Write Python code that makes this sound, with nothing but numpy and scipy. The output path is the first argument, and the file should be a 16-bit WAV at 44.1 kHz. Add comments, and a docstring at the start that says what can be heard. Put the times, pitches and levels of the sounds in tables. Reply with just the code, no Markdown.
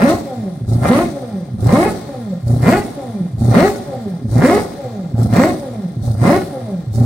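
"""A yard before a building, stereo microphone by a standing car: its four-rotor racing engine is blipped.
Eight revs, each a fast rasping climb, a thud as the throttle shuts, then a long falling note;
between them a lumpy idle, a gulp of mixture and often a misfire.
The firings ring the exhaust at its pipe resonances, and gas hisses through the ports.
The facade throws the sound back, so the gliding note beats with its echo."""
import sys
import numpy as np
from scipy import signal
from scipy.fft import rfft, irfft, next_fast_len
from scipy.io import wavfile
from scipy.ndimage import uniform_filter1d, map_coordinates

SR = 44100
rng = np.random.default_rng(int(sys.argv[2]) if len(sys.argv) > 2 else 0)


def master_out(mix):
    """Clip the mix to full scale and print it as 16-bit PCM to the path in sys.argv[1]."""
    frames = np.transpose(np.atleast_2d(mix))
    ceiling = np.clip(frames, -1, 1)
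    pcm = np.round(ceiling * 32767).astype(np.int16)
    wavfile.write(sys.argv[1], SR, pcm)


N = 310905

# throttle blips, the first and last cut by the ends of the scene: pedal down t/s, engine catches t/s,
# pedal lifts t/s, run-down settles t/s, surge length/s, top firing rate f/Hz, stumble below idle f/Hz,
# relative rev level/dB
BLIPS = [(-.2, .04, 0.12, .237, 0.075, 361.6, -8, -1), (.662, .912, 1.01, 1.135, 0.089, 351.7, 4, -1),
         (1.582, 1.738, 1.865, 2.075, 0.061, 436.2, 3.5, -1),
         (2.449, 2.69, 2.758, 2.96, 0.059, 412.3, -0.5, 0.9),
         (3.372, 3.576, 3.655, 3.865, 0.053, 412.7, 2, 1.5),
         (4.277, 4.44, 4.57, 4.768, 0.056, 441.7, 0, 0.06),
         (5.155, 5.394, 5.468, 5.595, .064, 355, 32, 0.5), (6.011, 6.287, 6.347, 6.5, 0.064, 378.8, 23, 1),
         (6.912, 7.16, 7.4, 7.8, 0.069, 399.3, 4, -3)]
IDLE_HZ = 120.85  # firing rate


def amp(db):
    """Decibels to gain."""
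    return 10 ** (np.asarray(db) / 20)


def unit(x):
    """Scale to rms 1."""
    return x / np.sqrt(np.mean(x ** 2) + 1e-20)


def even(x, size=3500):
    """Scale to a running rms of 1, keeping fast beats and pulses."""
    power = np.mean(np.atleast_2d(x) ** 2, axis=0)
    smoothed = uniform_filter1d(uniform_filter1d(power, size), size // 2)
    return x / np.sqrt(np.abs(smoothed) + 1e-12)


def along(points, hz):
    """Interpolate (f/Hz, value) points on a log axis."""
    f, values = np.transpose(points)
    return np.interp(np.log(hz + 1), np.log(f + 1), values)


def wobble(knots_per_s):
    """A smooth random curve."""
    steps = np.arange(0, N, 32)
    curve = map_coordinates(rng.standard_normal(N // 20), [steps * knots_per_s / SR], mode="wrap")
    return np.interp(np.arange(N), steps, curve)


def filtered(x, response):
    """x times a complex response of frequency."""
    size = next_fast_len(N + SR // 2)
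    return irfft(rfft(x, size) * response(np.fft.rfftfreq(size, 1 / SR)), size)[..., :N]


def coloured(x, colour):
    """x through a curve of (f/Hz, level/dB) points."""
    return filtered(x, lambda hz: amp(along(colour, hz)))


def burst(start, end, attack_s, release_s):
    """Round-shouldered power envelope; its skirts rise 20 dB per attack_s and fall 20 dB per release_s."""
    t = np.arange(0, N, 64) / SR
    skirt = lambda away: amp(20 * np.clip(away, -10, 10)) ** 2
    power = 1 / (1 + skirt((start - t) / attack_s) + skirt((t - end) / release_s))
    return np.interp(np.arange(N) / SR, t, power)


def pulse(centre_s, length_s, attack_s, release_s):
    """A burst given by its centre and length."""
    return burst(centre_s - length_s / 2, centre_s + length_s / 2, attack_s, release_s)


def spread(pair):
    """Two unrelated signals across the microphone pair: alike in the bass, apart in the treble."""
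    likeness = [(60, .92), (130, .89), (330, .89), (560, .65), (950, 0), (2000, .65), (4000, .15)]  # f/Hz, left-right correlation
    turn = lambda hz: np.arccos(np.clip(along(likeness, hz), -1, 1)) / 2
    mid, side = filtered(pair, lambda hz: np.array([np.cos(turn(hz)), np.sin(turn(hz))]))
    return np.array([mid + side, mid - side])


def firing_rate():
    """Firings per second: bog, idle, perhaps a stumble, a steep climb, a moment at the top, run-down."""
    creep_hz, catch_hz, settle_hz = 151.53, 239.17, 291.75
    spin_down_hz_per_s, drag_hz_per_s = 780, 436  # the shaft slows fast from the top, then steadily
    bog_hz, bog_s, recover_s = 15, .05, .07  # it bogs as the pedal goes down, then settles to idle
    knots = []
    settled = BLIPS[0][0] - (settle_hz - IDLE_HZ) / drag_hz_per_s
    for pedal, catch, lift, settle, surge_s, top_hz, stumble_hz, _ in BLIPS:
        run_down = lambda s: settle_hz - drag_hz_per_s * (s - settled)
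        idling, surging = pedal + recover_s, catch - surge_s
        top = lift + .007  # the climb overshoots the lift
        falling = max(top, settle - (top_hz - settle_hz) / spin_down_hz_per_s)
        knots += [(pedal - bog_s, run_down(pedal - bog_s)), (pedal, run_down(pedal) - bog_hz),
                  (idling, IDLE_HZ), ((idling + surging) / 2, IDLE_HZ - stumble_hz), (surging, IDLE_HZ),
                  (surging + .52 * surge_s, creep_hz), (catch, catch_hz),
                  (top, top_hz), (falling, top_hz), (settle, settle_hz)]
        settled = settle
    times, rates = np.transpose(sorted(knots))
    return np.interp(np.arange(N) / SR, times, rates)


def inrush(level_db, delay_s, hold_s, attack_s, release_s):
    """Power of the gas rushing in after each press of the pedal."""
    starts = [pedal + delay_s for pedal, *_ in BLIPS]
    return amp(level_db) ** 2 * sum(burst(s, s + hold_s, attack_s, release_s) for s in starts)


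def rev(level_db, lag_s, attack_s, release_s):
    """Power of full combustion, from the surge until the pedal lifts."""
    return sum(amp(level_db + db) ** 2 * burst(catch - surge_s + lag_s, lift, attack_s, release_s)
               for _, catch, lift, _, surge_s, *_, db in BLIPS)


def thud(level_db, delay_s, attack_s, release_s):
    """Power of the thud as the throttle shuts."""
    shuts = [lift + delay_s for _, _, lift, *_ in BLIPS]
    return amp(level_db) ** 2 * sum(burst(s, s, attack_s, release_s) for s in shuts)


def coasting(rate, idle_db, octave_db):
    """Power with the throttle shut, growing with each doubling of the speed."""
    return amp(idle_db + octave_db * np.log2(rate / IDLE_HZ)) ** 2


def levels(rate):
    """Boom, howl, rasp, hiss and chuff in dB: coasting, inrush, gulp, rev and thud, less the misfires."""
    # the pipes swell where the note passes their resonances: firing rate f/Hz, level/dB
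    boom_driven = [(120, -12.5), (152, -14), (185, -13.5), (228, -6.5), (265, -14), (310, -12),
                   (365, -12.5), (450, -18)]
    boom_coasting = [(95, -26.5), (116, -20.5), (145, -27.5), (160, -28), (176, -22.5), (194, -20.5),
                     (208, -25), (265, -32.5), (350, -29)]
    howl_coasting = [(120, -49), (195, -32.5), (235, -34), (258, -25.5), (281, -29.5), (300, -42)]
    gulps = [(0.744, 0.031, -9.5, -27), (1.664, 0.031, -10, -24), (2.531, 0.07, -10, -27),
             (3.474, 0.082, -9.5, -25.5), (4.368, 0.033, -10, -22.5), (5.219, 0.03, -9, -23),
             (6.082, .045, -15, -29.5), (7.021, 0.058, -10.5, -25.5)]  # first gulps of mixture: centre t/s, length/s, boom level/dB, bark level/dB
    misfires = [(.8, 0.038, 8.5), (1.706, 0.027, 5), (2.617, .02, 4.5), (4.405, .02, 7.5),
                (5.291, 0.04, 7.5), (6.137, 0.047, 4)]  # between gulp and rev: centre t/s, length/s, dip/dB before dip_share
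    dip_share = [.61, 0, .47, .25, 0]  # one a layer
    gulp = sum(amp(db) ** 2 * pulse(s, length, .063, .085) for s, length, db, _ in gulps)
    bark = sum(amp(db) ** 2 * pulse(s, length, .065, .13) for s, length, _, db in gulps)
    dip_db = sum(db * pulse(s, length, .02, .019) for s, length, db in misfires)
    boom = (amp(along(boom_coasting, rate)) ** 2 + gulp
            + rev(along(boom_driven, rate), lag_s=-.011, attack_s=.062, release_s=.094))
    howl = (amp(along(howl_coasting, rate)) ** 2 + bark
            + inrush(-41.5, delay_s=.011, hold_s=.075, attack_s=.084, release_s=.13)
            + rev(-13, lag_s=.027, attack_s=.047, release_s=.092))
    rasp = (coasting(rate, idle_db=-53.5, octave_db=7.5) + amp(-20.5) ** 2 * bark
            + rev(-19.5, lag_s=.03, attack_s=.052, release_s=.081))
    hiss = (coasting(rate, idle_db=-58.5, octave_db=6.5) + amp(-25) ** 2 * bark
            + inrush(-43, delay_s=.024, hold_s=.1, attack_s=.025, release_s=.11)
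            + rev(-32.5, lag_s=.049, attack_s=.12, release_s=.165))
    chuff = (coasting(rate, idle_db=-52.5, octave_db=2.5)
             + inrush(-23, delay_s=.0073, hold_s=.1, attack_s=.027, release_s=.19)
             + rev(-46, lag_s=.01, attack_s=.14, release_s=.22)
             + thud(-23.5, delay_s=.016, attack_s=.04, release_s=.072))
    return 10 * np.log10([boom, howl, rasp, hiss, chuff]) - np.outer(dip_share, dip_db)


def engine_note(firings, rate, load, overrun, lumpy):
    """The pressure wave of the firings: each order shakes on its own, and breaks up on the overrun."""
    orders = [(.5, -12), (1, 3), (1.5, -23.5), (2, -4), (3, -11.5), (4, -18), (5, -17)]  # multiple of the firing rate (halves from unequal rotors), level/dB
    swell = [(100, -9), (115, 9), (135, 1), (185, 4), (255, -3), (300, -6), (335, -6), (385, -0.5),
             (440, -13), (505, -3), (570, -4), (660, -4), (720, -12), (780, -3), (860, -6)]  # peaks and notches from ground and wall reflections that each order glides through: f/Hz, level/dB
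    shake = .12 + .1 * lumpy + .08 * overrun + .3 * load
    limp = 3 * overrun - load  # weights the half orders
    wave = 0
    for order, db in orders:
        swell_db = overrun * (along(swell, order * rate) + 3.2 * wobble(28))
        soft_db = -5 * lumpy * (order > 1)  # soft overtones near idle
        size = amp(db + swell_db + soft_db) * (1 + shake * wobble(130)) * (1 + limp * (order % 1))
        wave += size * np.sin(2 * np.pi * order * firings)
    return wave


def puffs(firings, sharpness, scatter_db, between):
    """A burst of turbulent gas each time an exhaust port opens, no two of the same size."""
    size = amp(scatter_db * rng.standard_normal(N // 50))[firings.astype(int)]
    gate = between + unit(size * np.exp(-sharpness * (firings % 1)))
    return unit(spread(gate * rng.standard_normal((2, N))))


def ringing(x, modes, colour, leak):
    """x through a pipe: resonances on top of what leaks straight through, under a broad colour."""
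    def response(hz):
        peaks = sum(amp(db) * 1j * hz * width / (centre ** 2 - hz ** 2 + 1j * hz * width)
                    for centre, width, db in modes)
        return (leak + peaks) * amp(along(colour, hz))
    return filtered(x, response)


def exhaust(firings, rate, load, boom_db, howl_db):
    """The note and the turbulence of combustion make the long pipe boom and the tailpipe howl."""
    # pipe resonances: f/Hz, width/Hz, level/dB
    long_pipe = [(118.9, 8, 1.5), (184.7, 18.4, 2.5), (227.7, 33.5, 4), (301, 49, -1.5), (355, 14, -12.5),
                 (405, 59, -5)]
    tailpipe = [(514, 33, -2.5), (569.6, 28.4, 2.5), (655, 100, -4), (708, 28, 3.5), (769, 34, 0),
                (834, 29, -20)]
    # broad colour of each pipe: f/Hz, level/dB
    boom_colour = [(30, -13), (80, 2.5), (130, 1.5), (400, -2), (480, -39), (700, -82)]
    howl_colour = [(250, -28), (400, -1), (490, 1), (820, 0), (930, -11.5), (1400, -6), (3000, -78)]
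    fall_hz_per_s = uniform_filter1d(-np.gradient(rate) * SR, size=1500)
    overrun = np.clip(fall_hz_per_s / 300, 0, 1)
    starved = overrun * np.clip((rate - 285) / 30, 0, 1)  # shut at high revs, the engine hardly fires
    slow = np.clip((210 - rate) / 60, 0, 1)
    lumpy = (1 - overrun) * slow  # it labours as it picks up from idle
    weak_rotor = .5 * (slow - lumpy / 2) + .25 * load
    chug = 1 + weak_rotor * np.sin(np.pi * firings / 2)  # a lump each shaft turn
    wave = amp(-14 * starved) * engine_note(firings, rate, load, overrun, lumpy)
    gas = puffs(firings, sharpness=2.9, scatter_db=1.5, between=1)
    boom_gas = amp(5 + 6 * load + 4 * overrun + 4 * lumpy) * gas
    howl_gas = amp(-3 + 5 * load + 4.5 * lumpy) * gas
    boom = chug * even(ringing(wave + boom_gas, long_pipe, boom_colour, leak=.34))
    howl = chug * even(ringing(wave + howl_gas, tailpipe, howl_colour, leak=.51))
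    sputter_db = .8 + 1.6 * overrun + .4 * lumpy
    return (yard(amp(boom_db + sputter_db * wobble(42) - .39) * boom, wet_db=-10.5)
            + yard(amp(howl_db + sputter_db * wobble(42) - 2.07) * howl, wet_db=-12))


def yard(x, wet_db):
    """At the microphone: direct sound, wall echoes (the facade's travels 16 m more), a diffuse tail."""
    decay = [(100, 0.34), (600, 1), (3000, 1), (12000, 0.34)]  # reverberation: f/Hz, t60/s
    walls = [(0.019, -39.5), (.046, -9)]  # echoes: delay t/s, level/dB
    hz, t, noise = signal.stft(rng.standard_normal((2, SR // 2)), SR, nperseg=256)
    tail = signal.istft(noise * amp(-60 * t / along(decay, hz)[:, None]), SR, nperseg=256)[1]
    tail /= np.linalg.norm(tail[0])
    diffuse = signal.fftconvolve(x.mean(axis=0)[None], tail, axes=1)[:, :N]
    echoed = filtered(x, lambda f: 1 + sum(amp(db) * np.exp(-2j * np.pi * f * s) for s, db in walls))
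    return echoed + amp(wet_db) * spread(diffuse)


def bodywork(x, t60, count=4):
    """Many close reflections ripple the treble, differently left and right; the ripple drifts."""
    t = np.arange(SR // 20) / SR
    scatter = rng.standard_normal((count, 2, len(t))) * amp(-60 * t / t60)
    scatter /= np.linalg.norm(scatter, axis=2, keepdims=True)
    drift = np.array([wobble(7) for _ in scatter])
    drift /= np.linalg.norm(drift, axis=0)
    return .7 * x + sum(share * signal.oaconvolve(x, paths, axes=1)[:, :N]
                        for share, paths in zip(drift, scatter))


def outlet_rasp(firings, rate, load, level_db):
    """Steep pressure fronts of uneven size and torn gas ring the metal outlet, higher as the gas heats."""
    outlet = [(1068, 73, 7), (1205, 65, 5), (1385, 42, 6.5), (1640, 66, 3), (1831, 79, 4.5),
              (2057, 54, 4.9), (2374, 35, 8)]  # resonances of the thin metal outlet: f/Hz, width/Hz, level/dB
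    colour = [(500, -59), (850, 13), (1050, 5.5), (2150, 3.5), (2450, -5.5), (2900, -3), (4500, -2),
              (8000, -15)]  # f/Hz, level/dB
    hot_stretch = 1.048
    fronts = np.diff(np.floor(firings), prepend=0) * amp(4 * rng.standard_normal(N))
    drive = 1.1 * load * unit(bodywork(fronts[None], t60=.008))
    drive += puffs(firings, sharpness=3, scatter_db=3, between=.55)
    heat = np.clip((rate - 200) / 200, 0, 1)
    cool = ringing(drive, outlet, colour, leak=.2)
    hot = ringing(drive, [(hz * hot_stretch, width, db) for hz, width, db in outlet], colour, leak=.24)
    return amp(level_db) * even((1 - heat) * cool + heat * hot)


def bite(firings):
    """A short, coarse crackle near 2.6 kHz as each rev climbs, one crack a firing."""
    bites = [(0.025, .08, -33), (0.96, 0.023, -30.5), (1.78, 0.076, -49), (2.71, .08, -34),
             (3.595, 0.037, -29), (4.47, 0.059, -42), (5.4, 0.066, -36), (6.293, 0.061, -33.5)]  # one crackle a rev: centre t/s, length/s, level/dB
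    colour = [(1000, -20), (2000, 5), (2600, 7.5), (3100, -4), (4500, -13), (6000, -13), (10000, -31)]  # f/Hz, level/dB
    cracks = bodywork(puffs(firings, sharpness=12, scatter_db=5, between=.06), t60=.006)
    power = sum(amp(db) ** 2 * pulse(s, length, .013, .12) for s, length, db in bites)
    return np.sqrt(power) * even(coloured(cracks, colour))


def port_hiss(firings, load, level_db):
    """Gas hisses through the ports, fluttering more under load."""
    colour = [(2600, -18), (3600, -1.5), (4500, 3), (7200, -2), (9100, 3), (10500, -5), (15800, -8.5)]  # f/Hz, level/dB
    jet = bodywork(puffs(firings, sharpness=1.5, scatter_db=3, between=.8), t60=.014)
    flutter_db = (1.1 + 1.5 * load) * np.array([wobble(45), wobble(45)])
    return amp(level_db + flutter_db + 1.5) * even(coloured(jet, colour))


def whirr(rate):
    """The spinning parts whirr, louder with the revs."""
    colour = [(1500, -5), (2900, -8.5), (3500, 0.5), (5500, -6.5), (12000, -23)]  # f/Hz, level/dB
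    return amp(-51) * rate / 200 * unit(coloured(rng.standard_normal((2, N)), colour))


def pipe_chuff(firings, level_db):
    """Short puffs of gas leave the pipe as a low chuff."""
    colour = [(20, -13), (35, -12), (52, 2), (80, 4.5), (120, 4), (400, -63)]  # f/Hz, level/dB
    gas = puffs(firings, sharpness=9.5, scatter_db=-2.5, between=.31)
    return amp(level_db) * even(coloured(gas, colour))


def scene():
    """All layers follow one shaft; at the microphone the treble leans to the left."""
    lean = [(250, -1), (1000, 2.5), (2000, -0.5), (4000, 4.5), (8500, 2), (13000, 3.5)]  # f/Hz, left over right level/dB
    rate = firing_rate()
    boom_db, howl_db, rasp_db, hiss_db, chuff_db = levels(rate)
    load = np.clip((hiss_db + 47) / 10, 0, 1)  # gas flow tells how wide the throttle stands
    jitter = (.005 + .02 * load) * wobble(110)
    firings = np.cumsum(rate * (1 + jitter)) / SR  # running count
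    engine = (exhaust(firings, rate, load, boom_db, howl_db)
              + outlet_rasp(firings, rate, load, rasp_db) + bite(firings)
              + port_hiss(firings, load, hiss_db) + whirr(rate) + pipe_chuff(firings, chuff_db))
    return filtered(engine, lambda hz: amp(np.array([along(lean, hz), -along(lean, hz)]) / 2))


def record(dry):
    """The microphone chain rounds off the highest peaks and keeps nothing above its band limit."""
    top_hz = 15850
    rounded = dry / (1 + np.abs(dry) ** 8) ** (1 / 8)
    return filtered(rounded, lambda hz: hz < top_hz)


dry = scene()
out = record(dry)
master_out(out)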